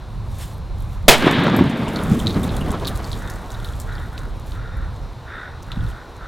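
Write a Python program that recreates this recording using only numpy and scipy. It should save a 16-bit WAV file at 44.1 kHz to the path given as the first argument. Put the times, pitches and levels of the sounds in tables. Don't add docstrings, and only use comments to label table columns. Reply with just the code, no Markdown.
import sys
import numpy as np
from scipy import signal
from scipy.fft import rfft, irfft, next_fast_len
from scipy.io import wavfile
from scipy.ndimage import uniform_filter1d, map_coordinates

SR = 44100
rng = np.random.default_rng(int(sys.argv[2]) if len(sys.argv) > 2 else 0)


def makeup_ratio(level_db):
    decades = np.asarray(level_db, float) / 20
    return 10 ** decades


def materialize(psi):
    bounded = np.clip(np.atleast_2d(psi).T, -1, 1)
    quanta = np.round(bounded * 32767).astype(np.int16)
    wavfile.write(sys.argv[1], SR, quanta)


N = 276727
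BANG_S = 1.0812

# hz, level_db
BLAST_COLOUR = [(40, -30), (150, -6.5), (450, -4), (800, -7), (1700, -13), (3300, -11.5), (5000, -19),
                (16000, -38.5)]


def unit(x):
    return x / np.sqrt(np.mean(x ** 2) + 1e-20)


def along(points, hz):
    f, v = np.transpose(points)
    return np.interp(np.log(hz + 1), np.log(f + 1), v)


def curves(rows):
    s, *columns = np.transpose(rows)
    return [np.interp(np.arange(N) / SR, s, column, left=-120) for column in columns]


def wobble(rate):
    knots = rng.standard_normal(int(N * rate / SR) + 4)
    return map_coordinates(knots, [np.arange(N) * rate / SR])


def filtered(x, response):
    m = next_fast_len(N + SR // 2)
    return irfft(rfft(x, m) * response(np.fft.rfftfreq(m, 1 / SR)), m)[..., :N]


def peak(f, hz, width_hz):
    return 1j * f * width_hz / (hz * hz - f * f + 1j * f * width_hz)


def rush(spectrum, patchy_db):
    z = signal.stft(rng.standard_normal(N), nperseg=512)[2]
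    field = uniform_filter1d(rng.standard_normal(z.shape), size=6, axis=0)
    field = uniform_filter1d(field, size=10, axis=1)
    noise = signal.istft(z * makeup_ratio(patchy_db * unit(field)), nperseg=512)[1][:N]
    return unit(filtered(noise, lambda hz: makeup_ratio(along(spectrum, hz))))


def swells(rows):
    s, db, rise_s, fall_s = np.transpose(rows)[:, :, None]
    knots_s = np.arange(0, N + SR, SR // 1000) / SR
    level_db = db + 20 * np.minimum((knots_s - s) / rise_s, (s - knots_s) / fall_s)
    return np.interp(np.arange(N) / SR, knots_s, makeup_ratio(level_db.max(axis=0)))


def quiet():
    # hz, level_db
    air_colour = [(160, -12.5), (280, -9), (343, -8), (435, -8.5), (506, -7.5), (570, -9.5), (1030, -8.5),
                  (1830, -22), (3150, -27), (3790, -25), (4410, -30), (5590, -34), (16000, -48)]
    # multiple of the turning rate, level_db
    drum_lines = [(11, -72.5), (12, -67), (13, -63), (14, -63.5), (15, -71), (16, -73), (18, -72.5),
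                  (19, -72), (20, -76)]
    drum_hz, air_db = 299.6, -43.5
    turns = 2 * np.pi * drum_hz * np.arange(N) / SR
    whine = np.zeros(N)
    for multiple, db in drum_lines:
        gain = makeup_ratio(db + 2.0 + 0.76 * wobble(4.9))
        whine += gain * np.sin(round(multiple) * turns + rng.uniform(0, 2 * np.pi))
    return makeup_ratio(air_db + 1.5) * rush(air_colour, patchy_db=1.0) + whine


def wind():
    # time_s, level_db
    gusts = [(0, -34), (.15, -29), (1.03, -28), (1.17, -22), (1.71, -32), (2.08, -22), (2.53, -27.5),
             (2.9, -29), (3.21, -29), (3.47, -34.5), (3.75, -29.5), (4.35, -32.5), (4.7, -28.5),
             (5.05, -31.5), (5.3, -40), (5.7, -34), (5.82, -21), (6.0, -41)]
    # hz, level_db (per Hz)
    buffet_colour = [(8.8, -33.5), (15, -15.5), (38, 3), (61, -1), (111, -3.5), (204, -18.5), (272, -27),
                     (400, -33.5), (520, -49.5), (880, -120)]
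    level_db, = curves(gusts)
    lumps = makeup_ratio(0.45 * wobble(5.9))
    return makeup_ratio(level_db + 2.0) * unit(lumps * rush(buffet_colour, patchy_db=1))


def crows():
    # full_voice_s, held_s, level_db, beak_hz, throat_db
    calls = [
        (3.22, 0.11, -42, 1430, -1),
        (3.52, .19, -44.5, 1390, -7),
        (3.89, .14, -39.5, 1430, -3.5),
        (4.14, 0.1106, -45, 1430, -4),
        (4.56, .28, -44, 1390, -3.5),
        (5.305, .155, -36.5, 1445, -3),
        (5.7, 0.31, -43, 1430, -8.5),
        (6.22, .1, -39.5, 1356, -9.5),
    ]
    # centre_hz, width_hz, level_db
    throat_modes = [(1795, 550, 0), (3640, 450, -7)]
    rise_s, fall_s, sag_db = .06, .13, 1
    flutter_hz, flutter_db = 57, 2.5

    start, held, db, call_beak, call_throat = np.transpose(calls)[:, :, None]
    knots_s = np.arange(0, N + SR, SR // 1000) / SR
    t = knots_s - start
    attack_db = 20 * t / rise_s
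    decay_db = -sag_db * t / held - 20 * np.maximum(t - held, 0) / fall_s
    shape_db = db + np.minimum(attack_db, decay_db)
    now = shape_db.argmax(axis=0)
    rows = np.transpose([knots_s, shape_db.max(axis=0), call_beak[now, 0], call_throat[now, 0]])
    level_db, beak_hz, throat_db = curves(rows)

    pitch_hz = np.clip(beak_hz, 1200, 1650) / 3 * (1 + .02 * wobble(70))
    pulses = np.diff(np.floor(np.cumsum(pitch_hz / SR)), prepend=0) * makeup_ratio(2.8 * wobble(400))
    breath = 2.06 * rng.standard_normal(N)
    source = (unit(pulses) + breath) * makeup_ratio(0.6 * wobble(110))
    flutter_phase = 2 * np.pi * flutter_hz * np.arange(N) / SR + 1.5 * wobble(15)
    source *= makeup_ratio(flutter_db * np.sin(flutter_phase))

    high = np.clip((beak_hz - 1300) / 220, 0, 1)
    low_beak, high_beak = filtered(source, lambda f: [abs(peak(f, hz, 280)) ** 2 for hz in (1330, 1480)])
    beak = low_beak + high * (high_beak - low_beak)
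    throat = filtered(source, lambda f: sum(makeup_ratio(g) * abs(peak(f, hz, w)) ** 3 for hz, w, g in throat_modes))
    return makeup_ratio(level_db) * (unit(beak) + makeup_ratio(throat_db - 3.0) * unit(throat))


def rustle():
    # hz, level_db (per Hz)
    leaf_colour = [(800, -28), (1500, 3), (2700, -2.5), (3600, 1.5), (4900, -3), (7000, -1.5),
                   (12300, -4.5), (16000, -10.5)]
    # loudest_s, level_db, rise_s, fall_s (per 20 dB)
    fuse_spits = [
        (.17, -64, .3, .1),
        (.32, -54, .12, .2),
        (.425, -40, .11, .13),
        (.815, -56, .08, .06),
        (.93, -54, .15, .1),
    ]
    # loudest_s, level_db, rise_s, fall_s (per 20 dB)
    stirs = [
        (1.17, -40, .01, 0.26),
        (2.2, -45.5, 0.96, 1.5),
        (3.06, -50, 2.3, 1.6),
        (3.7, -52, 0.98, 1.06),
        (4.5, -51.5, .09, .12),
        (4.95, -64, .3, .4),
        (5.76, -59, .05, .5),
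        (5.89, -53, .2, .12),
    ]
    gain = makeup_ratio(-73) + swells(stirs)
    ticks = (rng.random(N) < .008) * makeup_ratio(4.5 * np.minimum(rng.exponential(size=N), 2.6))
    grains = 1 + 1.1 * signal.lfilter([1], [1, -.93], ticks)
    hiss = filtered(grains * rng.standard_normal(N), lambda hz: makeup_ratio(along(leaf_colour, hz)))
    leaves = gain * unit(hiss * makeup_ratio(1.5 * wobble(30)))
    fuse = swells(fuse_spits) * makeup_ratio(1.5 * wobble(60)) * rush(leaf_colour, patchy_db=1.5)
    return makeup_ratio(1.9) * (leaves + fuse)


def debris():
    # time_s, peak_db, centre_hz, rattle_db
    scraps = [(1.3114, -19, 6600, -10), (1.4377, -24.5, 8900, -15), (1.5646, -20, 11900, -15),
              (1.6968, -27, 6740, -4), (1.8824, -25, 6200, -7), (1.8889, -23, 8150, -17),
              (1.9584, -28, 6400, -10), (2.036, -18, 9600, -20), (2.1154, -28.5, 6620, -12),
              (2.1907, -21, 6730, 1), (2.2706, -26, 6940, -8), (2.4324, -23, 9300, -3),
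              (2.5658, -21.5, 8950, -10), (2.6087, -27, 8920, -10), (2.707, -22.5, 7100, -10),
              (2.7177, -19.5, 8350, -16), (2.7978, -28.5, 6740, -10), (2.87, -19, 10000, -4),
              (2.9528, -24, 8300, -8), (2.9749, -19, 9100, -20), (3.044, -28.5, 6090, -14),
              (3.1166, -25, 6340, -6), (3.2992, -21.5, 6900, -16), (3.504, -29, 7300, -14),
              (3.5192, -24.5, 6650, -14), (3.6444, -26.5, 10700, -12), (3.8, -18, 7200, -6),
              (4.1777, -31.5, 6200, -4), (5.6259, -32, 6360, -11)]
    # time_s, peak_db, centre_hz, rattle_db
    heavy = [(1.9328, -35, 11300, -3), (1.99, -27, 3300, -8), (2.192, -26, 3600, -14),
             (2.2625, -24, 3700, -10), (2.278, -17, 3900, -14), (2.2945, -20, 3900, -5),
             (2.31, -27, 3800, -4), (2.612, -25, 2900, -10), (2.878, -19, 3700, -11), (3.6, -35, 3300, -14),
             (1.882, -25, 3010, -19.5), (1.96, -19, 4190, -8), (2.2009, -18.5, 3440, -15),
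             (2.2696, -7, 3830, -22), (2.3444, -26, 3930, -14), (2.4356, -23.5, 3650, -10),
             (2.4913, -25.5, 3680, -15), (2.5396, -31, 3370, -12), (2.568, -26, 3990, -12),
             (2.7048, -31, 3480, -12), (2.799, -31, 3740, -21), (2.848, -21, 3640, -19),
             (2.8534, -20, 4000, -16), (2.8717, -14.5, 3900, -9), (2.9527, -30, 4220, -1),
             (3.0425, -28, 4490, -12), (3.116, -21, 4230, -20), (3.1303, -19, 3730, -16),
             (3.2755, -31, 3600, -20), (3.504, -33, 3900, -14), (3.547, -31, 3770, -12),
             (3.6466, -23, 3740, -13), (3.687, -32, 3300, -12), (3.735, -34, 3400, -8),
             (3.9245, -35, 3780, -14), (3.9534, -31, 4270, -2), (3.9807, -32, 3370, -17),
             (4.1785, -28, 3810, -6), (4.52, -31, 3870, -12), (5.7179, -24, 3700, -11),
             (5.76, -37, 3700, 0), (5.8, -36, 3500, 0), (5.865, -37, 3600, 0), (5.916, -37, 3100, -14)]
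    # time_s, peak_db, centre_hz, rattle_db
    dull = [(1.273, -14, 1500, -8), (1.384, -14, 1100, -12), (1.481, -12, 800, -14),
            (1.499, -14, 1250, -12), (1.5895, -11, 1000, -14), (1.4685, -6, 1100, -18),
            (1.592, -20, 2480, -6), (2.885, -21, 2900, -14), (4.1785, -24, 2600, -20),
            (4.52, -33, 2900, -12), (5.718, -21, 2700, -16)]
    # time_s, peak_db
    earth = [(1.64, -30), (1.7731, -35), (1.8305, -41), (1.8525, -38), (2.0984, -28), (2.3478, -38),
             (2.3962, -29), (2.488, -33), (2.6831, -31), (2.848, -31), (3.1051, -33), (3.1765, -36),
             (3.1904, -31), (3.2752, -35), (3.358, -32), (3.3855, -37.5), (3.4174, -36), (3.6938, -38),
             (3.7247, -34), (3.9532, -36), (4.1303, -37), (4.2331, -39), (4.3977, -34), (4.464, -37),
             (4.496, -36), (4.5199, -38.5), (4.7704, -36.5), (4.9629, -40), (5.667, -41), (6.1655, -41)]
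    # time_s, peak_db
    more_earth = [(1.3944, -33), (1.4464, -33), (2.0295, -32), (2.1344, -29), (2.1474, -29), (2.1844, -34),
                  (2.1939, -24), (2.2009, -22), (2.2134, -30), (2.2304, -32), (2.2614, -31), (2.2804, -30),
                  (2.2934, -29), (2.3774, -34), (2.4404, -29), (2.5704, -28), (2.5854, -29), (2.6454, -36),
                  (2.8024, -34), (2.8774, -25), (2.8844, -22), (2.8924, -29), (2.9624, -27), (2.9814, -30),
                  (3.0334, -35), (3.0744, -34), (3.0854, -32), (3.1304, -28), (3.2214, -34), (3.3383, -34),
                  (3.5418, -32), (3.5764, -38), (3.6017, -36), (3.6694, -38), (3.7554, -37), (3.8744, -38),
                  (3.9994, -38), (4.0287, -42), (4.1904, -39), (4.2194, -40), (4.2544, -42), (4.3695, -42),
                  (4.4714, -37), (4.5344, -41), (4.554, -42), (5.686, -44), (5.891, -41)]
    # time_s, peak_db
    sparks = [(0.386, -28), (0.4584, -33), (0.4804, -34), (0.5018, -35), (0.5234, -37), (0.5342, -36),
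              (0.5424, -38), (0.5746, -38), (0.5814, -39), (0.7841, -36), (0.8051, -33), (0.8235, -30),
              (0.8504, -44), (0.9313, -40), (1.0276, -43)]
    # pitch_hz, level_db, t60_s
    shard_modes = [(6950, -5.5, .03), (7840, -14, 0.07), (10360, -11, 0.054), (12080, -14, 0.17),
                   (11580, -0.5, .04), (14800, -10.5, 0.028)]
    # time_s, level_db
    shard_hits = [
        (1.313, -36),
        (1.5648, -27.5),
        (1.7728, -44),
    ]

    out, t = np.zeros(N + SR), np.arange(4096) / SR
    f = np.fft.rfftfreq(len(t), 1 / SR)
    light = scraps + [(s, db, 8200 * np.exp(.22 * rng.normal()), -15) for s, db in earth + more_earth]
    light += [(s, db, 10500, -18) for s, db in sparks]
    # Pieces, sharpness and skirt of the resonances, s for tick and rattle to fall 60 dB
    kinds = [(light, 1.4, 1.4, .0028, .1), (heavy, 5.5, .25, .008, .1), (dull, 1.4, 1.2, .008, .08)]
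    for rows, sharpness, skirt, tick_s, rattle_s in kinds:
        s, db, hz, rattle_db = np.transpose(rows)[:, :, None]
        noise, chance = rng.standard_normal((len(rows), 2, len(t))).transpose(1, 0, 2)
        bounces = 0.3 + signal.lfilter([2.2], [1, -.95], chance > 2.45)
        fall = makeup_ratio(-60 * t / tick_s) + makeup_ratio(rattle_db - 60 * t / rattle_s) * bounces
        body = peak(f, hz, hz / sharpness) * peak(f, hz, skirt * hz)
        burst = irfft(rfft(noise * fall) * body)
        burst *= makeup_ratio(db - 0.5) / np.abs(burst).max(axis=1, keepdims=True)
        places = np.round(s * SR).astype(int) + np.arange(len(t))
        out += np.bincount(places.ravel(), burst.ravel(), len(out))
    for s, db in shard_hits:
        for hz, mode_db, t60_s in shard_modes:
            ring_db = db + mode_db + rng.normal(0, 2.5) - 60 * t / t60_s
            out[round(s * SR):][:len(t)] += makeup_ratio(ring_db) * np.sin(2 * np.pi * hz * t)
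    return out[:N]


def slaps():
    # centre_s, peak_db, swing_hz, edge_db
    echoes = [(1.236, -11, 300, -14), (1.246, -9, 280, -14), (1.263, -10, 350, -8), (1.33, -12, 280, -14),
              (1.352, -10, 230, -14), (1.435, -9, 250, -16), (1.52, -13, 250, -18), (1.545, -13, 230, -18),
              (1.572, -13, 260, -20), (1.588, -10, 280, -14), (1.648, -10, 230, -26), (1.68, -13, 200, -24),
              (1.701, -11, 220, -22), (1.732, -14, 200, -22), (1.2247, -11.5, 332, -1),
              (1.2696, 2, 313, -23.5), (1.3916, -6, 184, -12), (1.468, -18, 400, -13),
              (1.485, -11.5, 245, -23), (1.612, 1.5, 242, -28), (1.6232, -3.5, 247, -23),
              (1.8767, -18, 260, -18), (2.12, -1.5, 165, -26), (2.130, -8.5, 196, -28.5),
              (2.308, -16, 190, -13), (2.705, -19, 166, -29.5), (5.775, -14.5, 160, -22)]
    out, t = np.zeros(N + SR), np.arange(-SR // 100, SR // 25) / SR
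    for s, db, hz, edge_db in echoes:
        swing = -1.4 * np.sin(2 * np.pi * hz * t) * np.exp(-(1.82 * hz * t) ** 2)
        rough = signal.lfilter(*signal.butter(3, 3000, fs=SR), rng.standard_normal(len(t))) * 1.5
        edge = (t > 0) * makeup_ratio(edge_db - 60 * t / .04) * rough
        out[round((s - .01) * SR):][:len(t)] += makeup_ratio(db - 1.5) * (swing + edge)
    return out[:N]


def roll():
    # loudest_s, level_db, rise_s, fall_s (per 20 dB)
    slope_echoes = [
        (1.4, -17.5, .7, 1.49),
        (1.78, -19, .5, .8),
        (2.37, -20, 2.5, .85),
        (4.25, -44, 2, 0.6),
    ]
    # loudest_s, level_db, rise_s, fall_s (per 20 dB)
    tree_echoes = [
        (1.27, -16.5, 0.12, .2),
        (1.47, -19.5, 1.45, .45),
        (1.95, -28, 1.7, 1.5),
        (2.72, -29.5, 5, 1.4),
        (3.55, -41.5, .4, .5),
    ]
    # hz, level_db (per Hz)
    boom_colour = [(50, -40), (80, -7.5), (123, -5.5), (166, -0.5), (250, -5), (350, -13), (500, -19.5),
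                   (900, -69)]
    crash_colour = [(180, -14), (300, -5), (545, -6), (1200, -9), (2700, -24.5), (3520, -25), (4300, -30.5),
                    (9000, -49), (16000, -68)]
    fizz_colour = [(900, -43.5), (1600, 3), (2700, -2.5), (3600, -2), (4400, -13), (7000, -39),
                   (16000, -52)]
    lumps, late = wobble(35.0), np.arange(N) / SR - BANG_S
    boom = unit(makeup_ratio(1.0 * lumps) * rush(boom_colour, patchy_db=2.0))
    crash = unit(makeup_ratio(0.7 * lumps + 1.6 * wobble(60)) * rush(crash_colour, patchy_db=1.5))
    far = np.clip((late - .06) / 0.053, 0, 1) * (swells(slope_echoes) * boom + swells(tree_echoes) * crash)
    fizz_gain = np.clip((late - .06) / 0.12, 0, 1) ** 1.1 * makeup_ratio(-18 - 26.1 * late)
    return far + fizz_gain * rush(fizz_colour, patchy_db=1.2)


def blast():
    # after_bang_s, level_db
    trunk_fall = [(0, 22), (.02, 15), (.045, 1), (.065, -10), (.08, -17), (.09, -22), (.11, -28), (.3, -70)]
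    # hz, level_db
    ground_colour = [(60, -36), (200, -13), (420, 0), (700, -5), (1500, -30)]
    t = np.arange(N) / SR - BANG_S
    u = np.maximum(t, 0) / 0.00017
    front = (t >= 0) * makeup_ratio(18) * (1 - u) * np.exp(-u / 4)
    level_db, = curves([(BANG_S + s, db) for s, db in trunk_fall])
    thump = (t >= 0) * makeup_ratio(26 - 60 * np.maximum(t, 0) / .06) * rush(ground_colour, patchy_db=1)
    suction = 0.54 * np.clip(1.6 - t / 0.061, 0, 1)
    return front + thump + makeup_ratio(level_db) * (rush(BLAST_COLOUR, patchy_db=2) - suction)


def ports(mid):
    # hz, level_db (per Hz)
    hiss_colour = [(3000, -40), (7000, 1), (15000, -2), (16500, -20)]
    mismatch, cut_hz, alike_above_hz = .88, 18, 500
    side = filtered(mid, lambda hz: -mismatch * cut_hz / (cut_hz + 1j * hz) / (1 + (hz / alike_above_hz) ** 2))
    late = np.arange(N) / SR - BANG_S
    uneven = unit(filtered(rng.standard_normal(N), lambda hz: makeup_ratio(along(BLAST_COLOUR, hz) / 2)))
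    side += (late > 0) * makeup_ratio(-13 - 60 * np.abs(late) / .05) * uneven
    side += makeup_ratio(-80) * rush(hiss_colour, patchy_db=.3)
    return np.array([mid + side, mid - side])


def scene():
    ducked_db = np.interp(np.arange(N) / SR, [BANG_S, 1.1, 1.6, 2.4], [0, -16.5, -15.0, 1])
    background = makeup_ratio(ducked_db) * (wind() + quiet())
    mid = background + crows() + rustle() + debris() + slaps() + roll() + blast()
    return np.array([mid, mid])


def low_pass(x):
    return signal.sosfilt(signal.butter(12, 16120, fs=SR, output="sos"), x)


def record(dry):
    # time_s, level_db
    ceiling = [(0, -.6), (1.0995, -.6), (1.1005, -7), (1.115, -7.6), (1.145, -9.4), (1.17, -9), (1.21, -4),
               (1.24, 0), (6.3, 0)]
    top = makeup_ratio(np.interp(np.arange(N) / SR, *np.transpose(ceiling)))
    flat = dry[0] / top / (1 + np.abs(dry[0] / top) ** 8) ** (1 / 8)

    def microphone(f):
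        capacitor = 1j * f / (4.6 + 1j * f)
        cavity = 1 + 0.073 * peak(f, 3750, 700)
        return capacitor * cavity / (1 + (f / 17000) ** 4) ** .25

    tilted = top * filtered(0.95 * flat, microphone)
    return low_pass(np.clip(ports(tilted), -1, 1))


dry = scene()
out = record(dry)
materialize(out)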